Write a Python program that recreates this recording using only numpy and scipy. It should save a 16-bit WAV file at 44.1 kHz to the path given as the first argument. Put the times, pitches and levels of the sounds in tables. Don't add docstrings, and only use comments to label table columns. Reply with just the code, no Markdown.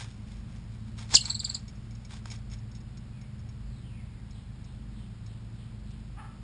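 import sys
import numpy as np
from scipy import signal
from scipy.fft import rfft, irfft, next_fast_len
from scipy.io import wavfile

SR = 44100
rng = np.random.default_rng(int(sys.argv[2]) if len(sys.argv) > 2 else 0)


def transcribe(signal):
    frames = np.atleast_2d(signal).T
    limited = np.clip(frames, -1, 1)
    pcm = np.round(limited * 32767).astype(np.int16)
    wavfile.write(sys.argv[1], SR, pcm)


N = 283563
TIME = np.arange(N) / SR
FFT_SIZE = next_fast_len(N + SR // 10)
FREQS = np.fft.rfftfreq(FFT_SIZE, 1 / SR)

# start_s, length_s, level_db
CRACKLES = [(1.141, .006, -17.5), (1.1529, 0.0011, -16)]
# frequency_hz, level_db
CRACKLE_COLOUR = [(100, -17), (320, -6), (450, -1.5), (620, -15.5), (850, 2.5), (1200, -9), (1800, -5.5),
                  (2400, -10), (4000, 2), (5500, 1.5), (7000, -10.5)]
# frequency_hz, side_db
CRACKLE_WIDTH = [(550, -11.5), (1100, -6.5), (1800, -15.5), (3200, -15.5), (5500, -5)]
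# start_s, fall_octaves, level_db
TRILL_NOTES = [(1.208, .19, -27), (1.253, .25, -26), (1.2975, .3, -24), (1.346, .26, -22.5),
               (1.3935, .47, -25), (1.443, .5, -26), (1.493, .35, -26), (1.5415, .59, -28)]
# delay_s, level_db
ECHOES = [(.0046, -23), (0.0121, -13.5), (0.0179, -16.5), (0.03, -24)]
# start_s, length_s, level_db
SCUFFLES = [(0.0, 0.014, -34), (0.275, .07, -53), (0.504, 0.0046, -51), (0.732, 0.011, -55.5),
            (0.989, 0.0061, -36.5), (1.112, 0.031, -38.5), (1.243, 0.059, -37.5), (1.436, 0.12, -48.5),
            (2.111, 0.0086, -41), (2.263, 0.0086, -44.5), (2.318, 0.0072, -42), (2.521, 0.0056, -47)]
# frequency_hz, level_db
LEAF_COLOUR = [(150, -16.5), (500, -3.5), (900, 3.5), (1800, 0.5), (2300, 4.5), (2900, 0), (3600, 5.5),
               (4200, 0), (5400, 4.5)]
# start_s, level_db
TICKS = [(1.1155, -38), (1.2495, -35.5), (1.5928, -52), (1.6795, -44), (1.909, -50.5), (2.0488, -45),
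         (2.3016, -40), (2.3116, -35.5), (2.358, -46.5), (2.515, -46), (2.5346, -42.5), (2.7148, -54),
         (2.749, -46.5), (2.9718, -46.5), (3.2126, -50), (3.3925, -57.5), (3.489, -52), (4.3083, -51),
         (4.6416, -50.5), (5.2624, -49.5), (5.906, -53.5)]
# pitch_hz, width_hz, level_db
TICK_RINGS = [(2273, 49, 2.5), (3830, 700, -8), (5200, 210, -8.5), (5370, 240, 6)]
# start_s, level_db
KNOCKS = [(2.109, -45), (2.2567, -38)]
# pitch_hz, width_hz, level_db
KNOCK_RINGS = [(1020, 180, 8), (2330, 190, -23), (5050, 340, 0)]
# frequency_hz, level_db
BUMP_COLOUR = [(20, 5.5), (70, 6.5), (220, -4.5), (450, -11), (900, -31)]
# start_s, length_s, start_pitch_hz, level_db
BIRD_WHISTLES = [(3.05, .2, 2950, -67), (3.63, .39, 5200, -64), (4.06, .12, 2250, -68)]
# frequency_hz, level_db
BARK_COLOUR = [(410, -26), (680, -20), (830, -1), (1000, -5), (1240, 0), (1400, -10), (1650, -5),
               (2070, -15), (2500, -14), (3400, -22), (5000, -45)]
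# multiple_of_shaft_rate, level_db
SLOW_MOTOR = [(1, -63.5), (2, -46), (3, -50.5), (4, -54.5), (5, -49.5), (6, -71), (7, -56.5), (8, -54.5),
              (10, -69.5)]
FAST_MOTOR = [(1, -60.5), (2, -46), (4, -55.5)]
# time_s, level_db
FAST_MOTOR_SWELL = [(0, -1), (.75, 2.5), (2.3, 1.5), (3.8, -0.5), (6.43, -1)]
# frequency_hz, level_db
AIR_COLOUR = [(15, -18), (35, 6), (60, 5.5), (115, -3), (160, 4), (230, -6), (270, -7), (430, -15),
              (520, -17), (1000, -19.5), (2000, -22.5), (3500, -25.5), (5300, -26.5), (6000, -36.5)]
# frequency_hz, side_db
AIR_WIDTH = [(190, -37), (330, -27), (580, -18), (1800, -15), (5500, -11)]
# frequency_hz, gain_db
INPUT_FILTER = [(5350, -1.5), (5600, -4.5), (5850, -8.5), (6150, -21), (7000, -24.5), (9000, -52)]


def chipmunk():
    noise_level = np.maximum(overload_level(), noise_swell_level())
    direct = chip() + noise_level * noise(CRACKLE_COLOUR) + trill()
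    echoes = sum(from_db(db) * delayed(direct, delay) for delay, db in ECHOES)
    near = from_db(-14) * reverb(direct, fade_s=.13, side_db=-13)
    far = from_db(-28) * reverb(direct, fade_s=.633, side_db=-12.5)
    hollow = from_db(-7) * reverb(resonance(direct, hz=3020, width_hz=400), fade_s=.19, side_db=-20)
    spread = sideways(noise_level * coloured(noise(CRACKLE_COLOUR), CRACKLE_WIDTH))
    treble_only = signal.butter(1, 1800, "high", fs=SR, output="sos")
    return direct + spread + hollow + signal.sosfilt(treble_only, echoes + near + far)


def chip(start_s=1.153, pitch_hz=5080, lowest_hz=2800, octaves_per_s=44, sag_db_per_s=550):
    since = np.clip(TIME - start_s, -.012, .1)
    pitch = np.maximum(pitch_hz * .5 ** (octaves_per_s * since), lowest_hz)
    pip = from_db(-3) * burst(1.1472, .0015, attack_s=.00082, release_s=.00082)
    core = from_db(-2.8 - sag_db_per_s * since) * burst(start_s, .0058, attack_s=.0022, release_s=.0018)
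    end = from_db(-20) * burst(start_s, .022, attack_s=.0022, release_s=.0018)
    return np.max([pip, core, end], axis=0) * np.sin(phase_of(pitch))


def trill(centre_hz=4120, quaver_db=3.5):
    notes = []
    for start, octaves, db in TRILL_NOTES:
        length = .0105 + .0125 * octaves
        half_fall = 2 ** (octaves / 2)
        notes.append((start, length, centre_hz * half_fall, centre_hz / half_fall, db))
    return from_db(1 + quaver_db * drift(280)) * slides(notes, bend=2, taper=.7, swell_db=-3)


def overload_level():
    return sum(from_db(db) * burst(start, length, .00082, .0012) for start, length, db in CRACKLES)


def noise_swell_level():
    return from_db(-27.5) * burst(CRACKLES[0][0], 0, attack_s=.01388, release_s=.009)


def leaves(gone_s=2.2, snaps_per_s=5000):
    scuffles = sum(from_db(db) * burst(start, length, .009, .034) for start, length, db in SCUFFLES)
    stirring = from_db(-62 + 5 * drift(6.7)) * (TIME < gone_s)
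    snap_moments = rng.random(N) < snaps_per_s / SR
    snaps = snap_moments * rng.standard_normal(N) * from_db(3 * drift(130))
    rustle = (scuffles + stirring) * unit_power(coloured(snaps, LEAF_COLOUR))
    return rustle + from_db(-9) * reverb(rustle, fade_s=.044, side_db=-18)


def ticks_and_knocks(run_start_s=1.6, run_end_s=2.9, count=10):
    moments = run_start_s + (run_end_s - run_start_s) * (np.arange(count) + rng.random(count)) / count
    patter = list(zip(moments, -55 + 1.5 * rng.standard_normal(count)))
    ticks = touches(TICKS + patter, TICK_RINGS, attack_s=.001, release_s=.009, peak_delay_s=.0012)
    knocks = touches(KNOCKS, KNOCK_RINGS, attack_s=.0003, release_s=.0025, peak_delay_s=.0003)
    return from_db(-1.5) * ticks + from_db(4) * knocks


def touches(events, rings, attack_s, release_s, peak_delay_s):
    force = sum(from_db(db) * burst(start + peak_delay_s, 0, attack_s, release_s) for start, db in events)
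    ringing = sum(from_db(db) * resonance(rng.standard_normal(N), hz, width) for hz, width, db in rings)
    return force * unit_power(ringing)


def bump():
    thud = noise(BUMP_COLOUR) + from_db(-1) * sideways(noise(BUMP_COLOUR))
    return from_db(-38) * burst(1.146, 0, attack_s=.004, release_s=.024) * thud


def far_bird(whistle_end_hz=1990, run_start_s=4.29, every_s=.308, top_hz=4500, bottom_hz=2950):
    opening = [(start, length, hz, whistle_end_hz, db) for start, length, hz, db in BIRD_WHISTLES]
    run = [(run_start_s + k * every_s, .11, top_hz, bottom_hz, -59) for k in range(6)]
    whistles = slides(opening, bend=1, taper=.2, swell_db=6.5) * (1 + drift(300))
    buzzes = slides(run, bend=1, taper=.2, swell_db=6.5) * drift(600)
    song = whistles + buzzes
    return from_db(-2) * (from_db(-8) * song + reverb(song, fade_s=.55, side_db=-16))


def far_dog(start_s=6.155, length_s=.09, pitch_hz=378, lift_hz=44, jitter=.045):
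    effort = np.abs(np.sin(np.pi * np.clip((TIME - start_s) / length_s, 0, 1)))
    pitch = pitch_hz + lift_hz * effort
    phase = phase_of(pitch * (1 + jitter * drift(194.4)))
    tone = unit_power(sum(gain_at(BARK_COLOUR, k * pitch) * np.sin(k * phase) for k in range(1, 9)))
    breath = unit_power(noise(BARK_COLOUR) * (2 + np.cos(phase)))
    bark = from_db(-49) * effort ** 1.6 * unit_power(tone + from_db(-1) * breath)
    echoed = bark + from_db(-5) * delayed(bark, .052)
    return echoed + from_db(-5) * reverb(echoed, fade_s=.72, side_db=-39)


def machinery():
    slow = motor(SLOW_MOTOR, shaft_hz=25.77, wander=.00297, waver_db=2.5)
    fast = motor(FAST_MOTOR, shaft_hz=55.53, wander=.011, waver_db=3)
    swell = unit_power(from_db(np.interp(TIME, *np.transpose(FAST_MOTOR_SWELL))))
    return slow + swell * fast


def motor(tones, shaft_hz, wander, waver_db):
    phase = phase_of(shaft_hz * (1 + wander * drift(2.06)))
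    hum = np.zeros(N)
    for multiple, db in tones:
        level = np.sqrt(2) * from_db(db + waver_db * drift(4.9))
        hum += level * np.sin(multiple * phase + rng.uniform(0, 2 * np.pi))
    return hum


def air():
    return from_db(-49) * (noise(AIR_COLOUR) + sideways(coloured(noise(AIR_COLOUR), AIR_WIDTH)))


def slides(notes, bend, taper, swell_db):
    out = np.zeros(N)
    for start, length, start_hz, end_hz, db in notes:
        inside = (TIME >= start) & (TIME < start + length)
        progress = (TIME[inside] - start) / length
        pitch = start_hz * (end_hz / start_hz) ** (progress ** bend)
        level = from_db(db + swell_db * (progress - .5)) * np.abs(np.sin(np.pi * progress)) ** taper
        out[inside] += level * np.sin(phase_of(pitch))
    return out


def burst(start_s, hold_s, attack_s, release_s):
    out = np.zeros(N)
    near = (TIME > start_s - 10 * attack_s) & (TIME < start_s + hold_s + 10 * release_s)
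    rising = (start_s - TIME[near]) / attack_s
    falling = (TIME[near] - start_s - hold_s) / release_s
    out[near] = np.exp(-np.maximum(np.maximum(rising, falling), 0))
    return out


def reverb(x, fade_s, side_db):
    t = np.arange(SR) / SR
    build_up = 1 - np.exp(-(t / .006) ** 2)
    tails = rng.standard_normal((2, SR)) * from_db(-60 * t / fade_s) * build_up
    mid, side = [signal.fftconvolve(x, tail / np.linalg.norm(tail))[:N] for tail in tails]
    return mid + from_db(side_db) * sideways(side)


def resonance(x, hz, width_hz):
    r = np.exp(-np.pi * width_hz / SR)
    feedback = [1, -2 * r * np.cos(2 * np.pi * hz / SR), r * r]
    return signal.lfilter(np.array([1, 0, -1]) * (1 - r * r) / 2, feedback, x)


def drift(rate_hz, step=16):
    count = FFT_SIZE // step
    smoothing = 1 + (np.fft.rfftfreq(count, step / SR) / rate_hz) ** 2
    slow = irfft(rfft(rng.standard_normal(count)) / smoothing)
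    return unit_power(np.interp(np.arange(N) / step, np.arange(len(slow)), slow))


def noise(colour):
    return unit_power(coloured(rng.standard_normal(N), colour))


def coloured(x, colour):
    return filtered(x, gain_at(colour, FREQS))


def filtered(x, gain):
    return irfft(rfft(x, FFT_SIZE) * gain, FFT_SIZE)[..., :N]


def gain_at(colour, hz):
    row_hz, row_db = np.transpose(colour)
    return from_db(np.interp(np.log(hz + 1e-9), np.log(row_hz), row_db))


def delayed(x, delay_s):
    return np.interp(TIME - delay_s, TIME, x)


def sideways(x):
    return x * [[1], [-1]]


def phase_of(hz):
    return 2 * np.pi * np.cumsum(hz) / SR


def unit_power(x):
    return x / np.sqrt(np.mean(x ** 2) + 1e-20)


def from_db(db):
    return 10 ** (np.asarray(db) / 20)


def scene():
    hum = machinery()
    clicks = ticks_and_knocks()
    near = (chipmunk() + leaves() + clicks) * from_db([[-.3], [.3]])
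    return near + bump() + far_bird() + far_dog() + hum + air()


def record(dry, sampler_hz=12000, cutoff_hz=10480):
    mirrored = coloured(dry, INPUT_FILTER) * (1 + 2 * np.cos(2 * np.pi * sampler_hz * TIME))
    held = filtered(mirrored, np.sinc(FREQS / sampler_hz))
    return filtered(held, 1 / np.sqrt(1 + (FREQS / cutoff_hz) ** 240))


dry = scene()
out = record(dry)
transcribe(out)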